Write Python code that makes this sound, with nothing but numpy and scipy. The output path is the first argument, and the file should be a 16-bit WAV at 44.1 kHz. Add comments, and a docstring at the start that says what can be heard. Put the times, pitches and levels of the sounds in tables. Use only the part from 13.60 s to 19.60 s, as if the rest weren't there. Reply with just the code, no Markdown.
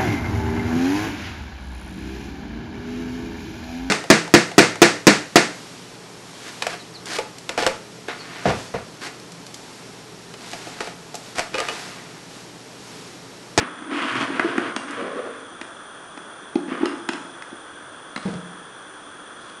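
"""A lamp cord pulled through a plastic basket

In a small, hard room a cord rasps by stick-slip friction through the base of a large plastic basket.
The lamp slides off the table and knocks about inside, exciting the modes of the shell and the bulb.
Hands turn the basket over and set it on its rim on the cloth-covered table, where the trapped air
booms and sleeves brush by. A small camera hisses throughout, over a faint hum."""
import sys
import numpy as np
from scipy import signal
from scipy.fft import rfft, irfft
from scipy.io import wavfile

SR = 44100
rng = np.random.default_rng(int(sys.argv[2]) if len(sys.argv) > 2 else 0)


def wav_out(sig):
    """Save sig, one row per channel (or a flat mono array), as 16-bit PCM at SR to the path in sys.argv[1]."""
    wavfile.write(sys.argv[1], SR, np.round(np.clip(np.atleast_2d(sig).T, -1, 1) * 32767).astype(np.int16))


N = 264600
TIME = np.arange(N) / SR

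# spectrum of plastic struck or brushed: (frequency [Hz], level [dB])
CONTACT_SPECTRUM = [(100, -36), (600, -6.5), (1200, 0.5), (2000, -5.5), (2700, -3), (3700, -4.5),
                    (4900, -6), (6500, -11.5), (10000, -14.5)]
SLIDE_START_S, SLIDE_LENGTH_S = 0.242, 0.21  # the lamp slides, then lifts off
DRAG_LENGTH_S = 1.838  # between pulls the cord creeps on until it is through


def gain_of(db):
    """Amplitude ratio of a level in decibels."""
    return 10 ** (np.asarray(db) / 20)


def unit_rms(x):
    """Normalisation to an rms of one."""
    return x / np.sqrt(np.mean(x ** 2) + 1e-20)


def curve_at(points, hz):
    """Interpolation of (frequency [Hz], value) points on a logarithmic frequency axis."""
    frequency, value = np.transpose(points)
    return np.interp(np.log(hz + 1), np.log(frequency + 1), value)


def add(mix, s, sound):
    """Superposition of a sound on the mix from time s."""
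    part = mix[max(round(s * SR), 0):][:len(sound)]
    part += sound[:len(part)]


def colour(x, spectrum, size=2048):
    """Spectral shaping by a minimum-phase filter of unit energy."""
    log_gain = np.log(gain_of(curve_at(spectrum, abs(np.fft.fftfreq(size, 1 / SR)))))
    taps = np.fft.ifft(np.exp(np.conj(signal.hilbert(log_gain)))).real[:size // 2]
    return signal.fftconvolve(x, taps / np.linalg.norm(taps))[:len(x)]


def resonate(x, hz, width_hz):
    """Forced resonance with steep skirts: two band-passes in series, scaled to unit rms."""
    b, a = signal.iirpeak(hz, hz / width_hz, SR)
    return unit_rms(signal.lfilter(b, a, signal.lfilter(b, a, x)))


def ringing(x, modes):
    """Free vibration: each mode excited by x decays exponentially."""
    t = np.arange(SR) / SR
    ring = sum(gain_of(db) * np.exp(-np.log(1000) * t / t60) * np.cos(2 * np.pi * hz * t)
               for hz, db, t60 in modes)
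    return signal.fftconvolve(x, ring)[:N]


def swell(t, peak_s):
    """A critically damped pulse, reaching one at peak_s."""
    u = np.maximum(t, 0) / peak_s
    return u * np.exp(1 - u)


def unsteady(span_s, depth_db):
    """Random amplitude modulation: a gain that wanders over span_s."""
    window = signal.windows.hann(int(span_s * SR))
    drift = unit_rms(signal.fftconvolve(rng.standard_normal(N), window, "same"))
    return unit_rms(gain_of(depth_db * drift))


def stroke(start_s, length_s, release_s=0.056):
    """Envelope of a sliding motion: acceleration, steady speed, exponential coasting."""
    t = TIME - start_s
    attack_s = 0.11 * np.sqrt(length_s)
    attack = np.sin(np.pi / 2 * np.clip(t / attack_s, 0, 1)) ** 2
    return attack * np.exp(-np.maximum(t - length_s, 0) / release_s)


def slips(per_s, spread_db, smooth=1.0):
    """Stick-slip friction: random impulses of uneven size over a smooth rub."""
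    size = gain_of(spread_db * np.minimum(rng.exponential(1, N), 4))
    train = size * rng.choice([-1, 1], N) * (rng.random(N) < per_s / SR)
    return unit_rms(unit_rms(train) + smooth * rng.standard_normal(N))


def pulling(creep_db=-43):
    """Friction grows with sliding speed; the strongest pull sets the rasp and groan envelopes."""
    # pulls of the cord: (start [s], length [s], rasp [dB], groan [dB], gain in speed [dB/s])
    pulls = [(-.06, 0.077, -29.5, -36, -9), (0.274, .36, -28.5, -60, 6.5), (0.638, 0.44, -32, -36, 3.5),
             (1.251, 0.16, -34, -43, 2), (1.34, 0.32, -37, -26, -11.5), (3.065, 0.074, -36, -38, 54),
             (3.176, 0.13, -32.5, -45, -16), (3.52, 0.025, -37, -40, -5)]
    rasp = gain_of(creep_db) * stroke(-0.075, DRAG_LENGTH_S)
    groan = np.zeros(N)
    for start_s, length_s, rasp_db, groan_db, db_per_s in pulls:
        speed = stroke(start_s, length_s) * gain_of(db_per_s * np.clip(TIME - start_s, 0, length_s))
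        rasp = np.maximum(rasp, gain_of(rasp_db) * speed)
        groan = np.maximum(groan, gain_of(groan_db) * speed)
    return rasp, groan


def cord():
    """Stick-slip friction forces vibration: the hole's edge rasps, the wall judders, the base groans."""
    # the cord rubbing the edge: (frequency [Hz], level [dB])
    rasp_spectrum = [(70, -39), (160, -15.5), (400, -1), (850, -1), (1250, 7.5), (1700, 4), (2400, -3.5),
                     (3300, -10.5), (4000, -15.5), (5300, -23.5), (7500, -35.5), (10000, -59)]
    # the bright fizz of fast sliding: (frequency [Hz], level [dB])
    fizz_spectrum = [(300, -36), (1200, -9), (2300, 3), (3200, 2.5), (3900, -11), (4500, -10.5),
                     (5500, -15.5), (10000, -22.5)]
    rasp, groan = pulling()
    judder = rasp ** 0.53 * unsteady(span_s=0.038, depth_db=3.5)  # grows more slowly than the rasp
    grip = unsteady(span_s=0.033, depth_db=1.2)  # the cord catches and lets go
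    drive = grip * slips(per_s=630, spread_db=0, smooth=0.69)
    fizz = grip * colour(slips(per_s=530, spread_db=-4), fizz_spectrum)
    hanging = stroke(SLIDE_START_S + SLIDE_LENGTH_S, DRAG_LENGTH_S)
    sway = hanging * resonate(drive, hz=125, width_hz=20)  # the hanging lamp shakes the basket
    edge = colour(drive, rasp_spectrum)
    wall = resonate(drive, hz=276.4, width_hz=69)
    base = resonate(drive, hz=484, width_hz=313) + gain_of(-8.5) * resonate(drive, hz=1084, width_hz=260)
    return (gain_of(-1.5) * rasp * edge
            + rasp ** 2 * (gain_of(21) * fizz + gain_of(12) * sway)  # faster is brighter and shakier
            + gain_of(-20.5) * judder * wall
            + gain_of(-6.5) * groan * base)


def hiss(broadband_db=-41):
    """Stationary noise of room and camera: a broad spectrum with three narrow bands standing out."""
    # the noise floor: (frequency [Hz], level [dB])
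    floor_spectrum = [(20, -14), (60, -16), (110, -4.5), (200, -1.5), (300, 3), (600, 1), (850, -0.5),
                      (1250, 5), (1600, 4.5), (2100, -10), (2800, -10), (4200, -17.5), (7800, -19),
                      (10200, -29)]
    # bands in the camera's hiss: (centre [Hz], width [Hz], rms level [dB])
    bands = [(3364, 323, -51.5), (6000, 320, -63.5), (9250, 810, -54)]
    hz = np.fft.rfftfreq(N, 1 / SR)
    layers = [(broadband_db, gain_of(curve_at(floor_spectrum, hz)))]
    layers += [(db, np.exp(-2 * ((hz - centre_hz) / width_hz) ** 2)) for centre_hz, width_hz, db in bands]
    return sum(gain_of(db) * unit_rms(irfft(rfft(rng.standard_normal(N)) * shape, N))
               for db, shape in layers)


def hum(hz=300, level_db=-60):
    """A faint tone in the room wavers by slow amplitude modulation."""
    waver = unsteady(span_s=0.3, depth_db=2.5)
    return gain_of(level_db) * unit_rms(waver * np.sin(2 * np.pi * hz * TIME))


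def flex(t, hz, peak_s=0.0052, width_s=0.0035):
    """Heavily damped bending: the whole wall swings for a few cycles."""
    # bending modes: (frequency / wall pitch [ratio], level [dB])
    wall_modes = [(1, 0), (1.95, -21.5), (2.7, -15.5)]
    wall = sum(gain_of(db) * np.sin(2 * np.pi * hz * ratio * t) for ratio, db in wall_modes)
    return -np.exp(-((t - peak_s) / width_s) ** 2) * wall


def bumps():
    """A soft impact excites only the wall's low bending modes."""
    # cord and hands against the wall: (time [s], level [dB], wall pitch [Hz])
    soft_contacts = [(0.024, -24, 265), (0.218, -30, 290), (.317, -20.5, 297), (.608, -21, 292),
                     (.70, -19.5, 310), (.844, -13.5, 346), (.853, -16.5, 342), (1.421, -22.5, 286),
                     (1.663, -26, 317), (3.08, -26.5, 278), (3.1173, -16, 284), (3.208, -19, 305),
                     (3.23, -8, 320), (3.262, -26, 325), (3.647, -35.5, 290), (3.926, -29, 294)]
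    out, t = np.zeros(N), np.arange(SR // 10) / SR
    for s, db, hz in soft_contacts:
        add(out, s, gain_of(db) * flex(t, hz))
    return out


def slide(level_db=-29):
    """Friction of the lamp on the cloth drives a resonance of the table."""
    rumble = resonate(slips(per_s=300, spread_db=-3), hz=300.4, width_hz=52)
    return gain_of(level_db) * stroke(SLIDE_START_S, SLIDE_LENGTH_S) * rumble


def clack(t, hz, tilt_db_per_octave):
    """Local modes of stiff plastic ring for milliseconds; a harder impact favours the high ones."""
    # modes around the contact: (frequency / clack pitch [ratio], level [dB], time to peak [s])
    panel_modes = [(0.459, -9, 0.0011), (0.803, -10.5, 0.0033), (0.998, -3, 0.0016), (1.26, -9.5, 0.0028),
                   (1.62, -14, 0.0011)]
    return sum(gain_of(db + tilt_db_per_octave * np.log2(ratio)) * swell(t, peak_s) ** 2
               * np.sin(2 * np.pi * hz * ratio * t) for ratio, db, peak_s in panel_modes)


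def knocks(held_wall_hz=298.4, standing_wall_hz=244, standing_from_s=4.3):
    """A hard impact excites a wide band: it cracks, clacks, rebounds once and bends the wall."""
    # hard contacts on the shell:
    # (time [s], clack [dB], clack pitch [Hz], crack [dB], hardness tilt [dB/octave], wall flex [dB])
    hard_contacts = [(0.554, -15.5, 1450, -36, 5, -20.5), (0.7951, -5.5, 1573, -24.5, -2.5, -16),
                     (0.9793, -10.5, 1494, -29, 3.5, -10.5), (1.163, -21.5, 1350, -17.5, -1.5, -20),
                     (1.309, -46, 1420, -31.5, 10, -42), (2.013, -25, 1940, -29.5, 0, -29),
                     (2.5748, -31, 1910, -35, -2, -32), (2.9552, -26, 2550, -35, 1.5, -7.5),
                     (3.2564, -21, 1100, -20, -2.5, -36), (3.4882, -16, 1517, -19.5, -2.5, -29),
                     (3.4895, -17.5, 2533, -25.5, -0.5, -16.5), (3.533, -25.5, 2560, -26, -2.5, -27),
                     (3.8219, -25.5, 1600, -32.5, 0, -43), (4.5612, -19, 1665, -23.5, -1, -26),
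                     (4.576, -32, 2230, -27.5, -3, -30)]
    # the strike and its softer, higher rebound: (delay [s], level [dB], pitch [ratio])
    touches = [(0, 0, 1), (0.0024, -9.5, 1.28)]
    out, t = np.zeros(N), np.arange(SR // 10) / SR
    for s, clack_db, clack_hz, crack_db, tilt, flex_db in hard_contacts:
        spectrum = [(hz, db + tilt * np.log2(hz / clack_hz)) for hz, db in CONTACT_SPECTRUM]
        for delay_s, touch_db, pitch in touches:
            crack = colour(swell(t, peak_s=0.001) * rng.choice([-1, 1], len(t)), spectrum)
            touch = gain_of(clack_db) * clack(t, clack_hz * pitch, tilt) + gain_of(crack_db) * crack
            add(out, s + delay_s, gain_of(touch_db) * touch)
        wall_hz = held_wall_hz if s < standing_from_s else standing_wall_hz  # lower on the table
        add(out, s, gain_of(flex_db) * flex(t, wall_hz))
    return out


def bulb():
    """Impulses from touching the wall set the glass bulb in thin, free vibration."""
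    # modes of bulb and holder ring: (frequency [Hz], level [dB], T60 [s])
    bulb_modes = [(2790, 0, .22), (2939, -6, .15), (4500, -12, .15), (4880, -11, .15)]
    # taps on the glass: (time [s], level [dB])
    taps = [(1.165, -36.5), (3.257, -38), (3.49, -38)]
    impulses = np.zeros(N)
    for s, db in taps:
        add(impulses, s, gain_of([db]))
    return ringing(impulses, bulb_modes)


def landing(scuff_s=0.0053):
    """Cavity resonance: air trapped under the rim booms, while the cloth damps the contact."""
    # the rim lands and rocks to rest: (time [s], boom [dB], pitch [Hz], time to peak [s], scuff [dB])
    rim_contacts = [(4.654, -19, 193, 0.0082, -29.5), (4.675, -33, 176, 0.0048, -27),
                    (4.729, -34, 203, 0.0067, -34), (4.753, -32, 148, 0.006, -54),
                    (4.815, -47, 171.5, 0.029, -57)]
    # the dull scuff of rim on cloth: (frequency [Hz], level [dB])
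    scuff_spectrum = [(30, -49), (60, -25), (95, 1.5), (300, 2.5), (700, -4.5), (1200, -18), (2500, -21),
                      (8000, -52)]
    out, t = np.zeros(N), np.arange(SR // 4) / SR
    for s, boom_db, hz, peak_s, scuff_db in rim_contacts:
        boom = np.sqrt(swell(t, peak_s)) * np.sin(2 * np.pi * hz * t)
        scuff = colour(np.sqrt(swell(t, scuff_s)) * rng.standard_normal(len(t)), scuff_spectrum)
        add(out, s, gain_of(boom_db) * boom + gain_of(scuff_db) * scuff)
    return out


def sleeves():
    """Friction noise swells and fades as cloth and skin brush the plastic."""
    # passes of sleeves and hands: (time of peak [s], half length [s], level [dB])
    brushes = [(4.68, 0.077, -44.5), (5.866, 0.063, -48.5)]
    envelope = sum(gain_of(db) * np.exp(-((TIME - s) / half_s) ** 2) for s, half_s, db in brushes)
    return envelope * colour(slips(per_s=510, spread_db=7), CONTACT_SPECTRUM)


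def basket(x, coupling_db=-64):
    """Modal coupling: every touch leaves the whole basket ringing faintly."""
    # modes of the shell and its air: (frequency [Hz], level [dB], T60 [s])
    basket_modes = [(122.8, -10, .8), (176.8, 3.5, 0.58), (304, -8.5, 0.21), (343.8, 9, 0.23),
                    (453.5, 0, 0.64), (513, 1, 0.46), (607, -21, 0.37), (681, -1.5, 0.38),
                    (853, -4.5, 0.62), (1004, -8.5, 0.33), (990, 0.5, 0.21)]
    return x + gain_of(coupling_db) * ringing(x, basket_modes)


def room(x, build_s=0.0073, reflections_per_s=3000):
    """Reverberation: dense reflections from bare walls decay at a different rate in each band."""
    # (frequency [Hz], T60 [s]) and (frequency [Hz], reverberant level [dB])
    t60 = [(120, 1.0), (320, 0.53), (900, 0.88), (2500, 0.53), (8000, 0.82)]
    wet_db = [(120, -16.0), (320, -3.5), (900, -2.0), (2500, -8.0), (8000, -2.0)]
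    reflections = rng.choice([-1., 1.], SR) * (rng.random(SR) < reflections_per_s / SR)
    hz, t, bands = signal.stft(unit_rms(reflections), SR, nperseg=256)
    rate = np.log(1000) / curve_at(t60, hz)[:, None]
    decay = np.exp(-rate * t) * np.sqrt(2 * rate / SR)  # unit energy in each band
    bands = bands * decay * gain_of(curve_at(wet_db, hz))[:, None]
    build_up = np.minimum(TIME[:SR] / build_s, 1) ** 2
    tail = signal.istft(bands, SR, nperseg=256)[1][:SR] * build_up
    return x + signal.fftconvolve(x, tail)[:N]


def scene():
    """Superposition of the basket, lamp and sleeves in their room, over hiss and hum."""
    shell = basket(knocks() + bumps() + landing() + cord())
    direct = shell + bulb() + slide() + sleeves()
    return (room(direct) + hiss() + hum())[None]


def record(dry, cutoff_hz=10200):
    """Band limiting: the camera acts as a steep low-pass filter."""
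    low_pass = signal.firwin(401, cutoff_hz, window=("kaiser", 7), fs=SR)
    return signal.oaconvolve(dry, low_pass[None], "same")


dry = scene()
out = record(dry)
wav_out(out)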